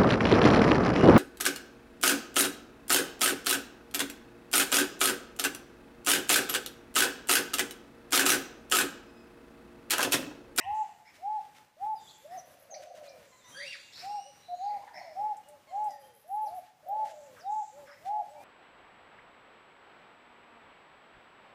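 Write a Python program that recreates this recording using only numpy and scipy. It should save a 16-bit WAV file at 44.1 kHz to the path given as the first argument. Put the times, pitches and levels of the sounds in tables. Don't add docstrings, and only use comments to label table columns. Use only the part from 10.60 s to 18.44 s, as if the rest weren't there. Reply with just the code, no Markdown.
import sys
import numpy as np
from scipy import signal
from scipy.fft import rfft, irfft, next_fast_len
from scipy.io import wavfile
from scipy.ndimage import map_coordinates

SR = 44100
rng = np.random.default_rng(int(sys.argv[2]) if len(sys.argv) > 2 else 0)


def put_to_file(sound):
    columns = np.atleast_2d(sound).T
    safe = np.clip(columns, -1, 1)
    whole_steps = np.round(safe * 32767)
    wavfile.write(sys.argv[1], SR, whole_steps.astype(np.int16))


N = 345744


def amp(db):
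    return 10 ** (np.asarray(db) / 20)


def unit(x):
    return x / np.sqrt(np.mean(x ** 2) + 1e-20)


def add(track, s, sound):
    start = int(np.clip(s * SR, 0, N))
    track[start:start + len(sound)] += sound[:N - start]


def coloured(x, points):
    hz, db = np.transpose(points)
    size = next_fast_len(len(x) + 4096)
    gain = amp(np.interp(np.log(np.fft.rfftfreq(size, 1 / SR) + 1), np.log(hz), db))
    return irfft(rfft(x, size) * gain, size)[:len(x)]


def wobble(count, rate):
    values = rng.standard_normal(int(count * rate / SR) + 4)
    return map_coordinates(values, [np.arange(count) * rate / SR])


def progress(length):
    return np.linspace(0, 1, max(int(length * SR), 64))


def ramp(t, seconds):
    return np.sin(np.pi / 2 * np.clip(t / seconds, 0, 1)) ** 2


def around_top(u, top_at):
    return np.maximum(1 - u / top_at, 0), np.maximum((u - top_at) / (1 - top_at), 0)


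def gates(rows, soft):
    gain = np.zeros(N)
    for s, length, db in rows:
        add(gain, s, amp(db) * signal.windows.tukey(len(progress(length)), soft))
    return gain


def throbbing(count, hz):
    return np.sin(2 * np.pi * np.cumsum(hz * (1 + 0.19 * wobble(count, 60))) / SR)


def tone(hz, overtones_db=()):
    phase = 2 * np.pi * np.cumsum(hz) / SR
    partials = enumerate([0, *overtones_db], 1)
    return np.sqrt(2) * sum(amp(db) * np.sin(k * phase) * (k * hz < SR / 2) for k, db in partials)


def calls(rows, rough, flutter_hz, overtones_db=(), taper=0.14, arch_oct=0):
    voice = np.zeros(N)
    tremble_db = min(100 * rough, 2.5)
    for s, length, pitch_hz, glide_oct, db in rows:
        u = progress(length)
        octaves = glide_oct * (u - .5) - arch_oct * (2 * u - 1) ** 2
        hz = pitch_hz * 2 ** octaves * (1 + rough * wobble(len(u), flutter_hz))
        swell = np.abs(np.sin(np.pi * u)) ** taper * amp(db + tremble_db * wobble(len(u), flutter_hz))
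        add(voice, s, swell * tone(hz, overtones_db))
    return voice


def echo(x, t60, delay):
    t = np.arange(SR) / SR
    tail = rng.standard_normal(SR) * amp(-60 * t / t60) * (t > delay)
    return signal.fftconvolve(x, tail / np.linalg.norm(tail))[:N]


def hush():
    # frequency in Hz, relative level in dB.
    air_colour = [(22, -43), (45, -15.5), (100, -4), (300, -7), (1000, -7.5), (3500, -20.5), (8000, -23.5),
                  (15400, -25)]
    air = unit(coloured(rng.standard_normal(N), air_colour)) * amp(-65 + 3.0 * wobble(N, 13))
    bump = unit(coloured(rng.standard_normal(N), [(30, -50), (70, -5.5), (700, -54.5)]))
    return air + bump * gates([(.03, .13, -60)], soft=0.31)


def breeze(lull_db=-5):
    # start in seconds, length in seconds.
    lulls = [(0.994, .28), (5.427, 0.54), (6.058, 0.23)]
    return amp(lull_db * gates([(s, length, 0) for s, length in lulls], soft=0.7))


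def foliage(crackles_per_s=220, crackle_db=15):
    # start in seconds, length in
    # seconds, relative level in dB.
    rustles = [(.54, 0.032, -68), (.945, 0.044, -69.5), (2.22, 0.021, -64), (2.345, 0.048, -68.5),
               (2.43, 0.049, -65.5), (3.37, 0.1, -65.5), (6.445, 0.079, -65), (7.45, 0.042, -67.5)]
    # frequency in Hz, relative level in dB.
    leaf_colour = [(500, -17.5), (1700, 2.5), (8000, -10.5), (15000, -21.5)]
    # start in seconds, relative level in dB, strongest frequency in Hz.
    ticks = [(4.769, -62.5, 7600), (4.886, -59.5, 8500), (5.242, -61.5, 8250), (5.306, -60, 6000),
             (6.285, -59, 14200)]
    snaps = rng.random(N) < crackles_per_s / SR
    grains = rng.standard_normal(N) * (amp(0.89 * wobble(N, 500)) + amp(crackle_db) * snaps)
    stir = amp(-74.5 + 2.2 * wobble(N, 14))
    sound = (gates(rustles, soft=0.19) + stir) * unit(coloured(grains, leaf_colour))
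    t = np.arange(SR // 20) / SR
    for s, db, hz in ticks:
        tick = unit(coloured(rng.standard_normal(len(t)), [(hz / 2, -24), (hz, 0), (hz * 2.1, -24)]))
        add(sound, s, tick * amp(db - 60 * t / 0.056))
    return amp(4.5) * sound + amp(-1.0) * echo(sound, t60=0.24, delay=0.0057)


def insect(wing_hz=85.3):
    # start in seconds, level it grows toward in dB.
    bouts = [(1.296, -66), (5.253, -62.5)]
    # place in the beat from 0 to 1, relative level in dB.
    wing_clicks = [(0, -3), (0.458, -1), (.66, -0.5)]
    # frequency in Hz, relative level in dB.
    buzz_colour = [(9600, -18.5), (10500, -0.5), (13300, -7), (15000, -18)]
    bout_s, period_s, buzz_s, growth_db_per_s = .75, .138, 0.11, 12
    beats = np.cumsum(wing_hz * (1 + 0.0077 * wobble(N, 22))) / SR
    strokes = sum(amp(db) * np.diff(np.floor(beats - place), prepend=0) for place, db in wing_clicks)
    clicks = signal.lfilter([1], [1, -np.exp(-1 / (.0003 * SR))], strokes)
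    scrape = (clicks + 0.091) * rng.standard_normal(N)
    buzzes = [(s + t, min(buzz_s, bout_s - t), db - growth_db_per_s * (bout_s - t))
              for s, db in bouts for t in np.arange(0, bout_s, period_s)]
    sound = gates(buzzes, soft=0.23) * unit(coloured(scrape, buzz_colour))
    return sound + amp(-3.5) * echo(sound, t60=0.28, delay=.003)


def rasps():
    # start in seconds, length in seconds, level in dB.
    bursts = [(.14, 0.11, -66), (1.39, 0.2, -65.5), (2.66, 0.17, -70), (2.85, 0.41, -68.5),
              (3.2, 0.31, -67.5), (5.08, 0.14, -73), (6.46, 0.24, -69), (6.88, 0.25, -65)]
    # frequency in Hz, relative level in dB.
    rasp_colour = [(4500, -17), (6300, -0.5), (7500, 5), (8100, -5.5), (9200, -23.5)]
    hiss = unit(coloured(rng.standard_normal(N), rasp_colour))
    return gates(bursts, soft=0.26) * hiss * amp(2.1 * wobble(N, 120))


def husky_tones():
    # start and length in seconds, pitch in Hz, glide in octaves, level in dB.
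    notes = [(1.38, 0.18, 3496, -.17, -65.5), (2.84, 0.18, 5980, .03, -63), (2.88, 0.14, 9500, -.07, -66.5),
             (3.82, 0.18, 4010, 0.056, -65), (3.945, 0.12, 6670, -0.016, -69.5),
             (7.362, 0.055, 1973, 0.035, -66)]
    return calls(notes, rough=.03, flutter_hz=1001)


def nasal_calls():
    # start and length in seconds, pitch in Hz, glide in octaves, level in dB.
    notes = [(3.48, 0.23, 2837, 0.11, -64.5), (4.39, 0.061, 2187, 0, -68.5)]
    return calls(notes, rough=0.0128, flutter_hz=267, overtones_db=[3, -6])


def whistles():
    # start and length in seconds, pitch in Hz, glide in octaves, relative level in dB.
    notes = [(1.355, 0.044, 4830, -0.13, -64), (2.46, 0.084, 2397, -0.11, -67),
             (2.76, 0.083, 3830, -0.4, -73), (2.83, 0.084, 3720, 0.17, -66),
             (2.92, .088, 3210, 0.038, -57.5), (4.83, 0.053, 2880, -.02, -71.5),
             (5.285, 0.067, 4920, -0.079, -67), (5.29, 0.086, 1898, -0.25, -67.5),
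             (5.3, 0.042, 5900, -0.092, -71), (5.425, 0.044, 3150, 0.068, -70.5),
             (6.85, 0.042, 3770, -0.13, -69), (7.69, 0.037, 7900, 0.067, -71),
             (7.76, 0.091, 2380, 0.11, -68)]
    return calls(notes, rough=.007, flutter_hz=196, overtones_db=[-18], taper=0.37)


def mews():
    # start and length in seconds, pitch in Hz, glide in octaves, relative level in dB.
    notes = [(2.715, 0.051, 1022, -0.11, -66.5), (2.84, .074, 992, -0.036, -65),
             (5.075, .05, 1060, -0.102, -64.5)]
    return calls(notes, rough=.014, flutter_hz=192, overtones_db=[-2, -13, -8], taper=0.41)


def squawks(rise_oct=0.128, ring_hz=5270, throb_db=3):
    # start and length in seconds, pitch in Hz, level in dB, ring strength 0 to 1.
    notes = [(0, 0.059, 2698, -51, 0), (0, 0.026, 1890, -46, 0.02), (0.451, 0.064, 2130, -60, 0.4),
             (1.702, 0.076, 1855, -61.5, 0.46), (2.97, 0.25, 3690, -55.5, 0), (3.321, .1, 4100, -52, 0.55),
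             (3.379, 0.085, 2450, -58, 1), (3.385, 0.043, 5270, -52, 0), (3.984, 0.15, 4390, -63, 0),
             (4.078, .12, 2134, -63.5, 0.1), (4.336, 0.078, 2002, -51, 0.57),
             (7.248, 0.12, 2044, -63, 0.43)]
    voice = np.zeros(N)
    for s, length, pitch_hz, db, ring_strength in notes:
        u = progress(length)
        hz = pitch_hz * 2 ** (rise_oct * (u - .5)) * (1 + .085 * wobble(len(u), 503))
        note = tone(hz, overtones_db=[-23, -22])
        ring = tone(ring_hz * (1 + .04 * wobble(len(u), 600)))
        throb = throbbing(len(u), hz=140)
        swell = np.abs(np.sin(np.pi * u)) ** .5 * amp(db + throb_db * throb + 1.1 * wobble(len(u), 200))
        add(voice, s, swell * (note + ring_strength * ring))
    return voice


def chatter():
    # start and length in seconds, pitch in Hz, glide in octaves, relative level in dB.
    notes = [(4.272, 0.025, 1756, -.4, -55.5), (6.765, 0.02, 1432, -1.1, -55),
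             (6.781, .022, 1520, 0.36, -56), (7.272, .04, 1487, -0.43, -54),
             (7.315, 0.023, 1586, 0.73, -54.5)]
    return calls(notes, rough=.1, flutter_hz=802, overtones_db=[-17])


def squeaks():
    # start and length in seconds, pitch in Hz, glide in octaves, relative level in dB.
    notes = [(1.475, 0.027, 3900, 0.53, -56.5), (1.497, .016, 3640, -0.47, -57),
             (1.772, 0.03, 6070, -0.11, -54), (2.106, 0.051, 6140, -0.21, -50.5),
             (2.141, .011, 2110, 0.51, -54.5), (2.141, 0.014, 4660, 0.59, -46.5),
             (2.475, 0.024, 4730, 0.71, -57), (5.86, 0.029, 4850, -0.68, -61.5),
             (6.792, 0.033, 5340, -.5, -59.5), (7.312, 0.013, 5200, 0.31, -60)]
    return calls(notes, rough=.02, flutter_hz=284)


def piercing_whistle(start_s=2.945, pitch_hz=4637, fade_from_s=0.13, t60=0.76):
    t = np.arange(SR) / SR
    fade_db = -60 * np.maximum(t - fade_from_s, 0) / t60
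    level = ramp(t, 0.042) * amp(-51 + fade_db + 3.4 * wobble(SR, 132.6))
    hz = pitch_hz * (1 + .012 * wobble(SR, 450))
    voice = np.zeros(N)
    add(voice, start_s, level * tone(hz, overtones_db=[-13]))
    return voice


def screech():
    # time in seconds, pitch in Hz, relative level in dB, roughness 0 to 1.
    path = [(2.947, 1603, -51.5, 0.04), (2.984, 1700, -46.5, 0.05), (3.025, 1989, -41.5, .08),
            (3.06, 2580, -46, 0.04), (3.085, 2843, -43, 0), (3.116, 2700, -47, 0.05),
            (3.13, 2450, -39.5, .08), (3.146, 1810, -45.5, 0.04), (3.157, 1354, -49, 0)]
    s, pitch, db, rough = np.transpose(path)
    t = np.arange(int((s[-1] - s[0]) * SR)) / SR + s[0]
    hoarse = np.interp(t, s, rough)
    hz = np.interp(t, s, pitch) * (1 + hoarse * wobble(len(t), 900))
    rasp_db = 3.5 * hoarse / rough.max() * throbbing(len(t), hz=170)
    level = amp(np.interp(t, s, db) + rasp_db + 1.5 * wobble(len(t), 400))
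    voice = np.zeros(N)
    add(voice, s[0], level * tone(hz, overtones_db=[-11, -22]))
    return voice


def low_hoots():
    # start and length in seconds, top pitch in Hz, level in dB.
    hoots = [(1.642, 0.036, 602, -48.5), (2.939, 0.177, 572.6, -51), (3.636, 0.092, 578, -55),
             (4.835, 0.17, 603, -55.5), (7.108, 0.179, 583, -49), (7.248, 0.14, 575, -58),
             (7.652, 0.21, 603, -52.5)]
    notes = [(s, length, hz, 0, db) for s, length, hz, db in hoots]
    return calls(notes, rough=.014, flutter_hz=72.6, taper=1.47, arch_oct=0.292)


def other_birds():
    low = low_hoots()
    near = squeaks() + chatter()
    clear = amp(1.5) * (whistles() + mews())
    far = nasal_calls() + husky_tones() + rasps() + squawks()
    near += screech()
    reflections = amp(-4.0) * echo(near, t60=0.2, delay=0)
    long_echo = amp(-12.0) * echo(near + low, t60=1.0, delay=0.037)
    far_echo = echo(amp(-2.5) * far + amp(-2) * clear, t60=0.9, delay=0.014)
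    direct = low + piercing_whistle() + amp(-3) * near + far + clear
    return direct + reflections + long_echo + far_echo


def wails(fall_share=.37, strand_gap=.095, sag_db=9, attack_s=0.021, release_s=0.28):
    # start and length in seconds, first pitch in Hz, level in dB,
    # and the share of its length that is hoarse.
    notes = [(0, 0.49, 953, -52.5, 0.79), (1.799, 0.53, 622, -60, 0.7), (2.089, 0.58, 667.3, -47, 0.48),
             (2.399, 0.37, 666, -54, 0.41), (4.088, 0.26, 664, -53.5, 0.88),
             (4.161, 0.53, 916, -53.5, 0.68), (4.336, .4, 686.5, -47, 0.3), (5.1, 0.52, 633, -53, 0.32),
             (6.25, 0.58, 673.8, -46.5, .47), (7.731, .45, 821, -52, .6)]
    voice = np.zeros(N)
    for s, length, start_hz, db, hoarse_until in notes:
        u = progress(length)
        hz = start_hz * (1 - fall_share * u ** 2.2) * (1 + .018 * wobble(len(u), 45.23))
        hoarse = 1 / (1 + np.exp((u - hoarse_until) / 0.019))
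        offsets = [strand_gap * (k + 0.57 * wobble(len(u), 72.13)) for k in (-1, 0, 1)]
        strands = sum(tone(hz * (1 + offset)) for offset in offsets)
        throb = amp(3.6 * np.sin(2 * np.pi * 28 * u * length))
        sound = np.sqrt(hoarse) * unit(strands * throb) + np.sqrt(1 - hoarse) * tone(hz)
        fades = ramp(u * length, attack_s) * ramp((1 - u) * length, release_s) ** .5
        add(voice, s, amp(db - sag_db * u) * fades * sound)
    return voice + amp(-6.5) * echo(voice, t60=0.77, delay=0.014)


def whoops(drop_share=0.25):
    # start and length in seconds, top pitch in Hz, top level in dB,
    # climb as a share of the top pitch, swell up to the top in dB.
    notes = [(1.595, 0.2, 757.6, -40.5, 0.45, 37.5), (3.881, 0.076, 725, -35.5, 0.031, 12.5),
             (5.828, .175, 746.5, -40.5, .33, 19), (7.448, .19, 723, -42, 0.15, 19.5)]
    voice = np.zeros(N)
    for s, length, top_hz, db, climb, swell_db in notes:
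        u = progress(length)
        before, after = around_top(u, top_at=.78)
        arch = 1 - climb * before ** 1.4 - drop_share * after ** 2.7
        hz = top_hz * arch * (1 + 0.01 * wobble(len(u), 118))
        fades = ramp(u * length, 0.0076) * ramp((1 - u) * length, 0.016)
        add(voice, s, amp(db - swell_db * before ** 1.15) * fades * tone(hz))
    return voice


def parrot():
    # start and length in seconds, top pitch in Hz, level at the top in dB,
    # swell over its length in dB.
    hoots = [(0, 0.24, 868, -33, 2), (0.582, 0.21, 861.6, -32.5, 5.5), (1.168, 0.18, 871, -33.5, 2),
             (3.378, 0.22, 831, -36.5, 11), (3.944, 0.23, 833.4, -34, 3), (4.512, 0.22, 856.6, -32, 5),
             (5.072, 0.22, 852.7, -32, 6.5), (5.645, .23, 863.4, -32.5, 3.5),
             (6.229, 0.23, 866, -32.5, 1.5), (6.796, 0.23, 863.7, -32.5, 3.5), (7.407, 0.21, 851, -32.5, 4)]
    scoop, droop = .34, 0.0748
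    open_at, open_width, shut_at = 0.27, 0.03, 0.99
    murmur_db, shut_s, tail_s = -25.5, 0.0061, .035
    voice = np.zeros(N)
    for s, length, top_hz, db, swell_db in hoots:
        u = np.arange(int((length + tail_s) * SR)) / (length * SR)
        before, after = around_top(u, top_at=.72)
        arch = 1 - scoop * before ** 2.15 - droop * after ** 3.76
        hz = top_hz * arch * (1 + 0.0031 * wobble(len(u), 88))
        opening = amp(murmur_db) + 1 / (1 + np.exp((open_at - u) / open_width))
        shutting = 1 / (1 + np.exp((u - shut_at) * length / shut_s))
        level = amp(db + swell_db * (u - .72) + 0.74 * wobble(len(u), 91.6))
        add(voice, s, opening * shutting * level * tone(hz))
    return voice


def parrot_and_answers():
    hoots = parrot()
    wall = np.zeros(N)
    add(wall, .068, amp(-17.0) * hoots)
    voices = hoots + whoops()
    near_echo = amp(-9) * echo(voices, t60=0.39, delay=0.0035)
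    far_echo = amp(-28.0) * echo(voices, t60=0.71, delay=0.191)
    return voices + wall + near_echo + far_echo


def scene():
    animals = parrot_and_answers() + wails() + other_birds() + insect()
    return (animals + breeze() * (foliage() + hush()))[None]


def record(dry, top_hz=15550):
    size = next_fast_len(N + SR // 2)
    kept = np.fft.rfftfreq(size, 1 / SR) < top_hz
    return irfft(rfft(dry, size) * kept, size)[:, :N]


dry = scene()
out = record(dry)
put_to_file(out)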